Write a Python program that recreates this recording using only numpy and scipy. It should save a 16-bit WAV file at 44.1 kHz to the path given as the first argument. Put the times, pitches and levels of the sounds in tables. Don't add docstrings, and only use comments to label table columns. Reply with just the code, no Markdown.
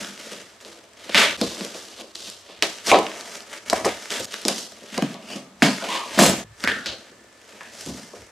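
import sys
import numpy as np
from scipy import signal
from scipy.fft import rfft, irfft
from scipy.io import wavfile
from scipy.ndimage import uniform_filter1d

SR = 44100
rng = np.random.default_rng(int(sys.argv[2]) if len(sys.argv) > 2 else 0)


def to_wav(s):
    ch = np.atleast_2d(s).T
    pcm = np.round(np.clip(ch, -1, 1) * 32767)
    wavfile.write(sys.argv[1], SR, pcm.astype(np.int16))


def boost(x):
    u = np.asarray(x, float) / 20
    return 10 ** u


N = 366453

SPLICE_TIMES = [0, 1.371, 2.126, 4.259, 6.443, 8.4]

# frequency in Hz, relative density in dB per Hz.
AIR_SPECTRUM = [(18, -51), (30, -60), (75, -42), (115, -36), (155, -7), (210, 1), (780, 6), (1250, 8.5),
                (1460, 6), (1630, 5.5), (2010, 5), (7870, -6.5), (14800, -20), (16000, -51)]
AIR_DB = -55
# frequency in Hz, rms level in dB, start in seconds.
WHINES = [(7671, -71, 0), (1750, -63, 6.443)]

# time of greatest level in seconds, level in dB.
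LOW_THUDS = [(0.0, -54), (1.16, -52), (1.27, -50), (1.43, -43.5), (2.61, -54), (2.94, -42), (3.75, -47.5),
             (3.86, -44), (4.21, -46.5), (4.47, -56.5), (5.0, -54), (5.34, -57), (5.62, -55), (6.2, -41),
             (6.3, -36.5), (6.48, -46.5), (6.69, -43), (6.9, -48.5), (7.91, -44.5), (8.22, -53)]
THUD_RISE_S, THUD_FALL_S = 0.083, 0.13
RUMBLE_DB = -68.5

# start in seconds, peak level in dB.
STEEL_JOLTS = [(4.195, -28), (4.244, -27), (5.023, -33), (5.622, -23), (5.654, -31), (6.193, -14),
               (6.211, -15), (6.224, -14), (6.243, -15), (6.262, -10)]
# frequency in Hz, relative level in dB, 60 dB decay time in seconds.
STEEL_MODES = [(4161, -6, .04), (5090, -5, .035), (6105, -7, .07), (6625, -4, .12), (7440, -2, .06),
               (7600, 0, .035), (7750, -3, .035), (8823, -6, .045), (9905, -6, .045), (10520, -7, .04),
               (11990, -10, .05), (12420, -10, .04), (13885, -9, .1), (14500, -15, .04), (14950, -20, .05)]
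# time in seconds, drive level in dB.
STAPLE_CHATTER = [(6.19, -27), (6.27, -26), (6.32, -36), (6.41, -52)]

# frequency in Hz, bandwidth in Hz, relative energy in dB.
LOWER_PANELS = [(332.5, 32, -1.5), (396, 44, -1), (478, 55, 1.5), (532.6, 54, 1.5), (601, 26, -8.5)]
# frequency in Hz, bandwidth in Hz, relative energy in dB.
UPPER_PANELS = [(673, 94, 11.5), (741, 58, 7.5), (761, 30, 5.5), (845, 77, 1.5), (996, 134, 5.5),
                (1138, 140, 3.5), (1287, 20, -6.5)]
# frequency in Hz, bandwidth in Hz, relative energy in dB.
AIR_CAVITY = [(139.4, 8, -7), (190, 36.5, 3), (268.3, 66, 1.5)]
# start in seconds, lower-panel level in dB, # upper-
# panel level in dB, cavity level in dB, time to lose 20 dB in seconds (1 ms at least).
BOX_KNOCKS = [(0.0, -58, -56, -45, 0.23), (.046, -67, -67, -51, 0.5), (.19, -49, -63, -52, -0.2),
              (.265, -38, -55, -52, -0.4), (.315, -41, -47.5, -51, 0.13), (.649, -48, -53, -59, 0.3),
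              (1.06, -42, -54, -50, 0), (1.093, -30.5, -36, -42, -0.6), (1.147, -36, -32, -35, -0.4),
              (1.378, -45, -49, -54, 0.74), (1.413, -25, -30, -23, .06), (1.51, -43, -45, -50, 0.1),
              (1.57, -42, -54, -51, 0.24), (1.608, -38, -40.5, -35, 0.07), (1.65, -47, -48, -43, 0.04),
              (1.746, -38, -43, -48, .05), (1.99, -46, -46, -58, .1), (2.015, -47, -51, -52, .1),
              (2.276, -63, -51, -57, 0.05), (2.49, -51, -47, -62, 0.1), (2.623, -32, -29, -45, 0.08),
              (2.87, -31.5, -31, -48, 0.23), (2.916, -18, -10.5, -36, 0.0778),
              (2.945, -18.5, -15.5, -51, 0.0974), (2.985, -30, -24, -47, .06),
              (3.064, -47, -41.5, -59, 0.45), (3.699, -51, -34, -51, 0.28),
              (3.729, -20, -13.5, -34, 0.0063), (3.76, -38, -32, -46.5, 0.2), (3.847, -32, -23, -38, 0.06),
              (3.856, -19, -19.5, -39, .04), (4.105, -40, -41, -57, .1), (4.135, -40.5, -40.5, -50, 0),
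              (4.195, -35.5, -40.5, -45, 0.06), (4.245, -52, -45, -44, .05),
              (4.452, -28.5, -33, -27.5, 0.1), (4.481, -32, -30, -44, .07), (4.561, -51, -48, -49, 0.23),
              (4.819, -44, -58, -48, .07), (4.924, -52, -50, -46, 1), (4.978, -24, -28, -28.5, 0.03),
              (5.023, -27.5, -27, -17.5, 0.02), (5.042, -44, -39, -25.5, 0.05),
              (5.1, -44, -47.5, -34, 0.04), (5.143, -50, -45, -44.5, 0.18), (5.3, -47, -42.5, -47, 0.16),
              (5.355, -44, -57, -33, .09), (5.624, -25, -19, -13, 0.1), (5.823, -41, -36, -49, 0.33),
              (6.06, -50, -40, -55, -0.1), (6.175, -24.5, -25, -19.5, -0.06),
              (6.189, -19.5, -16.5, -15, .15), (6.22, -26, -22, -18, 0.09), (6.255, -25.5, -32, -31, 0.1),
              (6.379, -43, -41, -44, 0), (6.64, -31, -32.5, -31, 0.01), (6.675, -39, -56, -36.5, 0.18),
              (6.859, -45, -47, -50, 0.18), (7.1, -57, -64.5, -61, 0.5), (7.529, -50.5, -56, -62, 0.1),
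              (7.61, -66, -56, -61, 1), (7.862, -43.5, -48, -33.5, 0.18), (7.892, -50, -47.5, -43, .15),
              (8.132, -41, -46.5, -54, .1)]
BLOW_DB, SETTLE_S = 3.5, 0.0017
# level in dB re a scrape of -40 dB, for lower panels, upper panels,
# cavity.
BOX_SHARE_DB = [-12, -11.5, -24]
BOX_FOLLOW = 0.71

# start in seconds, crack peak in dB, crack centre in Hz,
# sharp-edge peak in dB re crack.
SNAPS = [(0.0468, -20.5, 2670, -21), (0.177, -27.5, 2660, -14), (0.203, -33, 3470, -15),
         (0.2538, -36, 2470, -16), (0.6038, -39, 2940, -14), (0.649, -30, 3020, -20), (.934, -38, 7000, -7),
         (1.094, -23, 2070, -8.5), (1.1461, 1.5, 2680, -28), (1.4138, -12.5, 3730, -1.5),
         (1.5707, -29, 2400, -14), (1.609, -18, 2600, -10), (1.6493, -19.5, 5550, -21),
         (1.7461, -31, 3500, -8), (1.8513, -34, 8000, -10), (1.9413, -35, 3060, -9), (2.011, -31, 2920, 0),
         (2.1552, -20, 4430, -25), (2.2053, -29, 5000, -11), (2.2757, -30, 2720, -4), (2.3, -21, 6440, -20),
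         (2.6242, -1, 3200, -15), (2.785, -27, 3370, -13), (2.8697, -17, 4500, -12),
         (2.9156, -1, 2030, -29), (2.9439, -6, 1280, -30), (2.989, -19, 6500, -15),
         (3.0665, -15.5, 2280, -16), (3.1168, -25.5, 2420, -20), (3.1608, -29, 2500, -10),
         (3.21, -20, 4570, -21), (3.3548, -22.5, 4130, -24), (3.4055, -27, 3020, -20),
         (3.5389, -26.5, 2350, -25), (3.6564, -38, 6000, -8), (3.6993, -11, 4300, -9),
         (3.7296, -12, 1400, -12), (3.8467, -15, 1730, -10), (4.0316, -29, 2340, -24),
         (4.057, -25, 2310, -19), (4.105, -15, 4600, -18), (4.1939, -30, 7000, -14.5),
         (4.2454, -25, 5560, -1), (4.323, -24.5, 5170, -22), (4.3416, -17.5, 2470, -5),
         (4.4173, -25, 7500, -5), (4.4517, -9.5, 4260, -14), (4.4826, -5, 5700, -25),
         (4.582, -20, 5700, -15), (4.9234, -35, 2870, -15), (4.977, -16, 1900, -17.5),
         (5.0233, -14, 2230, -11), (5.1426, -30, 3500, -6), (5.303, -33, 4000, -6), (5.622, 1, 1490, -9),
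         (5.784, -24, 2100, -14), (5.824, -26, 2500, -15), (6.144, -36, 4000, -13),
         (6.1754, -21, 2920, -22), (6.1897, -2, 1270, -3), (6.6052, -32, 4320, -5),
         (6.6396, -12, 1910, 1.5), (6.6751, -4.5, 2160, -14), (6.8598, -17, 4200, -5),
         (7.492, -37, 3000, -15), (7.5244, -35, 2110, -20), (7.6087, -27, 1660, -22),
         (7.632, -36, 5800, -15), (7.862, -22.5, 6540, -18)]
# frequency in Hz, relative density in dB per Hz.
EDGE_SPECTRUM = [(350, -36), (600, -28), (1430, 7.5), (2740, -3.5), (5160, 10), (6990, -8), (13000, -4),
                 (16200, -68)]

# time of full pressure in seconds, time to gain the
# last 20 dB in seconds, time to lose 20 dB in seconds (both 1 ms at least), scrape in dB, sizzle in dB re scrape.
STROKES = [(0.0, .01, 0.24, -34.5, -0.5), (.19, -1.5, 0.44, -42.5, -1), (.336, 0.3, 0.2, -40.5, -1),
           (.608, -0.2, .05, -46, 0), (.652, -0.06, 0.27, -44, -1.5), (1.006, 0.07, 3, -45, -3),
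           (1.102, 0.04, -1, -36, -8), (1.15, -0.0141, 0.04, -11, -12), (1.175, 0.0314, 0.13, -14, -7),
           (1.214, 0.08, 0.12, -15, -7.5), (1.384, .03, 0.7, -40.5, -4.5), (1.43, 0.1, 0.6, -37, 1.5),
           (1.612, -0.23, 0.19, -37, -1), (1.742, -0.3, .34, -43, 2), (2.02, 0.12, 0, -39.5, -2.5),
           (2.15, -2, 0.38, -45, 3.5), (2.274, 0.15, 0.14, -42, 2.5), (2.508, .12, 0.3, -46.5, -8.5),
           (2.626, -0.036, 0.05, -19.5, -5), (2.635, -0.02, 0.26, -34.5, 0), (2.87, .025, 0.14, -27, 3),
           (2.905, 0.03, 0.0358, -16.5, -7), (2.941, 0.0149, 0.09, -21.5, -19), (3.06, 0.45, .5, -39.5, -4),
           (3.22, 0.2, -0.1, -43, 1.5), (3.361, 0.4, 0.12, -39.5, 0.5), (3.547, .095, 0.08, -36, -1.5),
           (3.66, -0.04, 0.26, -38.5, -2), (3.699, 0, .03, -26, 4), (3.732, -0.0232, 0.0062, -20, 3),
           (3.766, 0.05, .085, -30, -1.5), (3.85, -0.0443, 0.02, -21, 3), (3.865, .02, 0.13, -27.5, -4.5),
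           (4.03, 0.5, 0.9, -43, 1), (4.115, 0.02, .1, -28, -1), (4.16, .08, 0.12, -29.5, -3),
           (4.24, 0.13, 4.4, -42.5, 8), (4.337, 0.1, 0.25, -36.5, -1.5), (4.455, -0.05, 0.13, -32.5, 1),
           (4.485, -0.0033, .012, -14.5, -2), (4.495, .01, 0.17, -33.5, 3), (4.585, .08, 0.14, -41, 8),
           (4.85, 1.5, 0.4, -51, -0.5), (4.945, .05, .07, -35, -3), (4.98, .004, -0.03, -26, 6),
           (5.0, 0.21, 0.34, -39, -6.5), (5.14, 0.5, -0.1, -46.5, -0.5), (5.31, 0.08, .12, -38, -2.5),
           (5.36, 0.12, .11, -41.5, -1), (5.615, .07, 7.1, -51, -1), (5.625, -0.017, 0.0855, -13.5, -5.5),
           (5.65, 0.01, 0.43, -32, -1.5), (5.76, 0.1, -4, -41, -9), (5.84, -0.02, 0.05, -31.5, -5),
           (5.93, .15, .2, -28.5, -6), (5.98, 0.16, -0.06, -28.5, -7.5), (6.178, -0.08, 0.18, -25.5, -4),
           (6.193, -0.12, 0.15, -15.5, -2), (6.261, 0.18, 0.13, -22, -3), (6.33, -0.18, 0, -37, -3),
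           (6.62, 0.08, 0.6, -43.5, 0.5), (6.65, 0.02, -0.0039, -22, -7), (6.678, .006, 0.1132, -23.5, -10),
           (6.845, 0.23, 0.2, -45, -16), (6.862, -0.01, .1, -27.5, -12), (7.102, 0.5, -0.2, -52.5, -12),
           (7.5, 0.3, 0.7, -52, -0.5), (7.635, 0.25, 0.4, -49, -6), (7.81, 0.17, 0.43, -42.5, 3),
           (7.894, 0.06, 0.04, -43, 2), (7.982, 0.12, 0.2, -45, 0.5), (8.15, -0.06, 0.27, -48, -0.5)]
# time in seconds, frequency in Hz.
SCRAPE_CENTRE = [(0, 2440), (1.1, 2500), (1.3, 2100), (1.45, 3150), (1.7, 2410), (2.2, 3330), (2.9, 2360),
                 (3.75, 2000), (4.5, 2830), (5.0, 2340), (6.3, 2400), (6.75, 1890), (6.9, 3280),
                 (7.2, 1800), (7.85, 2540), (8.31, 1940)]
# frequency in Hz, relative gain in dB.
CARD_DAMPING = [(100, -8), (600, -1.5), (5000, 7.5), (9000, -3.5), (13000, -30.5), (16000, -40)]
# frequency in Hz, relative density in dB per Hz.
SIZZLE_SPECTRUM = [(1470, -28), (2500, 0.5), (2900, 1), (4840, 6), (5780, 4.5), (9960, -7), (14400, -16.5),
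                   (16000, -91)]
# time of full voice in seconds, 20 dB rise in seconds,
# 20 dB fall in seconds, level in dB, pitch in Hz.
SINGING_FLAPS = [(.05, 0.037, 0.049, -41.5, 1530), (1.416, 0.0038, 0.024, -27, 3900),
                 (2.63, .004, 0.061, -41, 1850), (5.33, 0.071, 0.044, -42, 2650),
                 (5.33, 0.072, 0.043, -45, 4450), (5.38, .1, 0.13, -48.5, 1130),
                 (5.66, .02, 0.11, -35, 4240), (5.83, .06, 0.095, -38.5, 1350),
                 (5.93, 0.13, 0.22, -31.5, 1023), (6.03, 0.21, 0.062, -38.5, 1080),
                 (6.643, 0.0023, .05, -25, 1610), (6.69, .03, .12, -28, 1680), (6.72, .05, .2, -38, 1500),
                 (6.864, .003, 0.079, -38, 3040), (6.864, .003, 0.11, -36.5, 3870),
                 (6.864, .003, 0.086, -41, 5170), (7.61, 0.011, .15, -46, 1750),
                 (7.61, .01, 0.076, -45.5, 1040), (7.64, .03, .25, -55, 2400)]
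FLAP_WIDTH = 0.4
RESTING_DB = -69
GRAIN_DB, GRAIN_PER_DB = 2.5, -0.04

# frequency in Hz, 60 dB decay time in seconds.
ROOM_DECAY = [(120, 0.15), (330, 0.13), (870, 0.28), (2300, 0.27), (6000, 0.37), (12000, 0.44)]
# frequency in Hz, level in dB.
ROOM_LEVEL = [(100, -13), (500, -22), (1500, -4), (5000, -11), (12000, -19)]
# frequency in Hz, side re mid in dB before an offset.
SIDE_LEVEL = [(60, -17.5), (110, 3), (200, -20), (380, -1), (700, -7), (1290, -9.5), (2380, -9), (4400, -6),
              (8120, 0.5), (15000, -10)]
# frequency in Hz, relative gain in dB.
DIRECT_RESPONSE = [(20, -36), (100, -22), (150, -3), (200, 0), (9000, 0), (13000, -2), (15200, -7),
                   (16300, -35), (18000, -70)]


def evened(x):
    return x / np.sqrt(np.mean(x ** 2) + 1e-20)


def read(points, hz):
    f, value = np.transpose(points)
    return np.interp(np.log(hz + 1), np.log(f + 1), value)


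def colour(points, size=1024):
    gain_db = np.maximum(read(points, abs(np.fft.fftfreq(size, 1 / SR))), -100)
    log_gain = np.log(boost(gain_db))
    spectrum = np.exp(np.conj(signal.hilbert(log_gain)))
    taps = np.fft.ifft(spectrum).real[:size // 2]
    return taps / np.linalg.norm(taps)


def resonate(x, hz, width):
    turn = np.exp(2j * np.pi * np.cumsum(hz * np.ones(len(x))) / SR)
    r = np.exp(-np.pi * width / SR)
    return 2 * (turn * signal.lfilter([1 - r], [1, -r], x / turn)).real


def band(x, hz, width):
    for _ in range(3):
        x = resonate(x, hz, width)
    return x


def body(modes):
    t = np.arange(SR // 4) / SR
    ring = np.zeros(len(t))
    for k, (hz, width, db) in enumerate(modes):
        decay = np.sqrt(width) * np.exp(-np.pi * width * t)
        ring += (-1) ** k * boost(db) * decay * np.sin(2 * np.pi * hz * t)
    return ring / np.linalg.norm(ring)


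def clicks(times_s, db):
    train = np.zeros(N)
    np.add.at(train, (np.asarray(times_s) * SR).astype(int), boost(db))
    return train


def slips(per_s, spread_db):
    clump = evened(uniform_filter1d(rng.standard_normal(N), size=300))
    size_db = spread_db * (np.minimum(rng.exponential(1, N), 5) + 0.66 * clump)
    train = (rng.random(N) < per_s / SR) * rng.choice([-1., 1.], N) * boost(size_db)
    local_power = abs(uniform_filter1d(train ** 2, size=4000))
    return train / np.sqrt(local_power + 1e-9)


def swell(s, rise, fall):
    shot = np.searchsorted(SPLICE_TIMES, s, side="right")
    rise, fall = max(rise, 1 / 1000), max(fall, 1 / 1000)
    start = max(s - 3 * rise, SPLICE_TIMES[shot - 1])
    end = min(s + 3 * fall, SPLICE_TIMES[shot])
    at = np.arange(int(start * SR), min(int(end * SR), N))
    return at, boost(-20 * np.maximum((s - at / SR) / rise, (at / SR - s) / fall))


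def quiet_room():
    hz = np.fft.rfftfreq(N, 1 / SR)
    mid, side = rfft(rng.standard_normal((2, N))) * boost(read(AIR_SPECTRUM, hz))
    side = side * boost(read(SIDE_LEVEL, hz) + 4.0)
    out = boost(AIR_DB) * evened(irfft(np.array([mid + side, mid - side]), N))
    noise = rng.standard_normal(N)
    for f, db, start in WHINES:
        out += boost(db) * evened(resonate(noise, f, 30)) * (np.arange(N) >= start * SR)
    return out


def rumble():
    noise, power = rng.standard_normal(N), np.full(N, boost(2 * RUMBLE_DB))
    for s, db in LOW_THUDS:
        at, gain = swell(s, THUD_RISE_S, THUD_FALL_S)
        power[at] += (boost(db) * gain) ** 2
    low = resonate(resonate(noise, 71, 25), 71, 25)
    low += 1.1 * resonate(resonate(noise, 100, 41), 100, 41)
    return np.sqrt(power) * evened(low)


def steel():
    out, t = np.zeros(N + SR), np.arange(SR // 2) / SR
    hz, db, t60 = np.transpose(STEEL_MODES)[:, :, None]
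    draws = rng.standard_normal((len(STEEL_JOLTS), 2, len(STEEL_MODES), 1))
    for (s, jolt_db), (share, phase) in zip(STEEL_JOLTS, draws):
        decay = boost(db + 3.0 * share - 60 * t / t60)
        ring = (decay * np.sin(2 * np.pi * (hz * t + phase))).sum(0)
        out[int(s * SR):][:len(t)] += boost(jolt_db) * ring / abs(ring).max()
    chatter_db = np.interp(np.arange(N) / SR, *np.transpose(STAPLE_CHATTER), left=-200, right=-200)
    blade = body([(f, np.log(1000) / np.pi / decay_s, level) for f, level, decay_s in STEEL_MODES])
    chatter = boost(chatter_db) * slips(per_s=1500, spread_db=2.5)
    return out[:N] + signal.oaconvolve(chatter, blade)[:N]


def box(drives):
    s, *blows_db, _ = np.transpose(BOX_KNOCKS)
    out = np.zeros(N)
    for drive, modes, db in zip(drives, (LOWER_PANELS, UPPER_PANELS, AIR_CAVITY), blows_db):
        ring = body(modes)
        blows = clicks(s, db + BLOW_DB) / abs(ring).max()
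        out += signal.oaconvolve(drive + blows, ring)[:N]
    return out


def snaps():
    out, t, edge_colour = np.zeros(N + 900), np.arange(900) / SR, colour(EDGE_SPECTRUM)
    for (s, db, hz, edge_db), noise in zip(SNAPS, rng.standard_normal((len(SNAPS), 900))):
        burst = noise * np.exp(-t / 0.00071)
        crack = band(burst, hz, 1.5 * hz)
        edge = np.convolve(burst, edge_colour)[:900]
        snap = crack / abs(crack).max() + boost(edge_db) * edge / abs(edge).max()
        out[int(s * SR):][:900] += boost(db) * snap
    return out[:N]


def strokes():
    scrape, sizzle = np.full((2, N), boost(2 * RESTING_DB))
    for s, rise, fall, db, sizzle_db in STROKES:
        at, gain = swell(s, rise, fall)
        scrape[at] += (boost(db) * gain) ** 2
        sizzle[at] += (boost(db + sizzle_db) * gain) ** 2
    reference = boost(-80)
    followed = (scrape / reference) ** BOX_FOLLOW * reference
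    shudder = boost(2 * np.array(BOX_SHARE_DB))[:, None] * followed
    for s, *db, fall in BOX_KNOCKS:
        at, gain = swell(s + SETTLE_S, SETTLE_S, fall)
        shudder[:, at] += (boost(np.array(db))[:, None] * gain) ** 2
    return np.sqrt(scrape), np.sqrt(sizzle), np.sqrt(shudder)


def rubbing():
    scrape, sizzle, shudder = strokes()
    grain_db = GRAIN_DB + GRAIN_PER_DB * (20 * np.log10(scrape) + 40)
    train = slips(per_s=9000, spread_db=np.clip(grain_db, 0, 4.5))
    centre_hz = np.interp(np.arange(N) / SR, *np.transpose(SCRAPE_CENTRE))
    damped = signal.oaconvolve(train, colour(CARD_DAMPING))[:N]
    surface = scrape * evened(band(damped, centre_hz, 5400))
    surface += sizzle * signal.oaconvolve(train, colour(SIZZLE_SPECTRUM))[:N]
    for s, rise, fall, db, flap_hz in SINGING_FLAPS:
        at, gain = swell(s, rise, fall)
        voice = evened(band(train[at], flap_hz, FLAP_WIDTH * flap_hz))
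        surface[at] += boost(db) * gain * voice
    return surface, shudder * train


def room_tails():
    taps = np.zeros((2, SR // 2 + 400))
    grid = np.arange(160, SR // 2, 20)
    at = grid + rng.integers(0, 20, (2, len(grid)))
    np.put_along_axis(taps, at, rng.choice([-1., 1.], at.shape), 1)
    hz, t, z = signal.stft(taps, SR, nperseg=256)
    t60 = np.clip(read(ROOM_DECAY, hz), .05, 2)
    z = z * boost(-60 * t / t60[:, None])
    z[1] *= boost(read(SIDE_LEVEL, hz) + 5.5)[:, None]
    energy = np.linalg.norm(signal.istft(z[0], SR, nperseg=256)[1])
    mid, side = signal.istft(z * boost(read(ROOM_LEVEL, hz))[:, None], SR, nperseg=256)[1]
    return np.array([mid + side, mid - side]) / energy


def scene():
    surface, drives = rubbing()
    direct = surface + snaps() + box(drives) + steel()
    direct = signal.oaconvolve(direct, colour(DIRECT_RESPONSE, size=4096))[:N]
    out = quiet_room() + rumble()
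    edges = (np.array(SPLICE_TIMES) * SR).astype(int)
    turn = 2 * np.pi * 2.3 * np.arange(N) / SR
    for a, b in zip(edges, edges[1:]):
        shot = direct[a:b]
        wet = np.zeros((2, len(shot)))
        for k in range(3):
            share = np.cos(turn[a:b] + k * np.pi / 3)
            wet += signal.oaconvolve((shot * share)[None], room_tails(), axes=1)[:, :len(shot)]
        wet *= np.sqrt(2 / 3)
        fade = signal.windows.tukey(len(shot), 500 / len(shot))
        out[:, a:b] += fade * (shot * boost([[.1], [-.1]]) + wet)
    return out


def band_limit(x):
    return signal.sosfilt(signal.butter(12, 16380, fs=SR, output="sos"), x)


def record(dry):
    mix = dry / (1 + abs(dry) ** 6) ** (1 / 6)
    return band_limit(mix)


dry = scene()
out = record(dry)
to_wav(out)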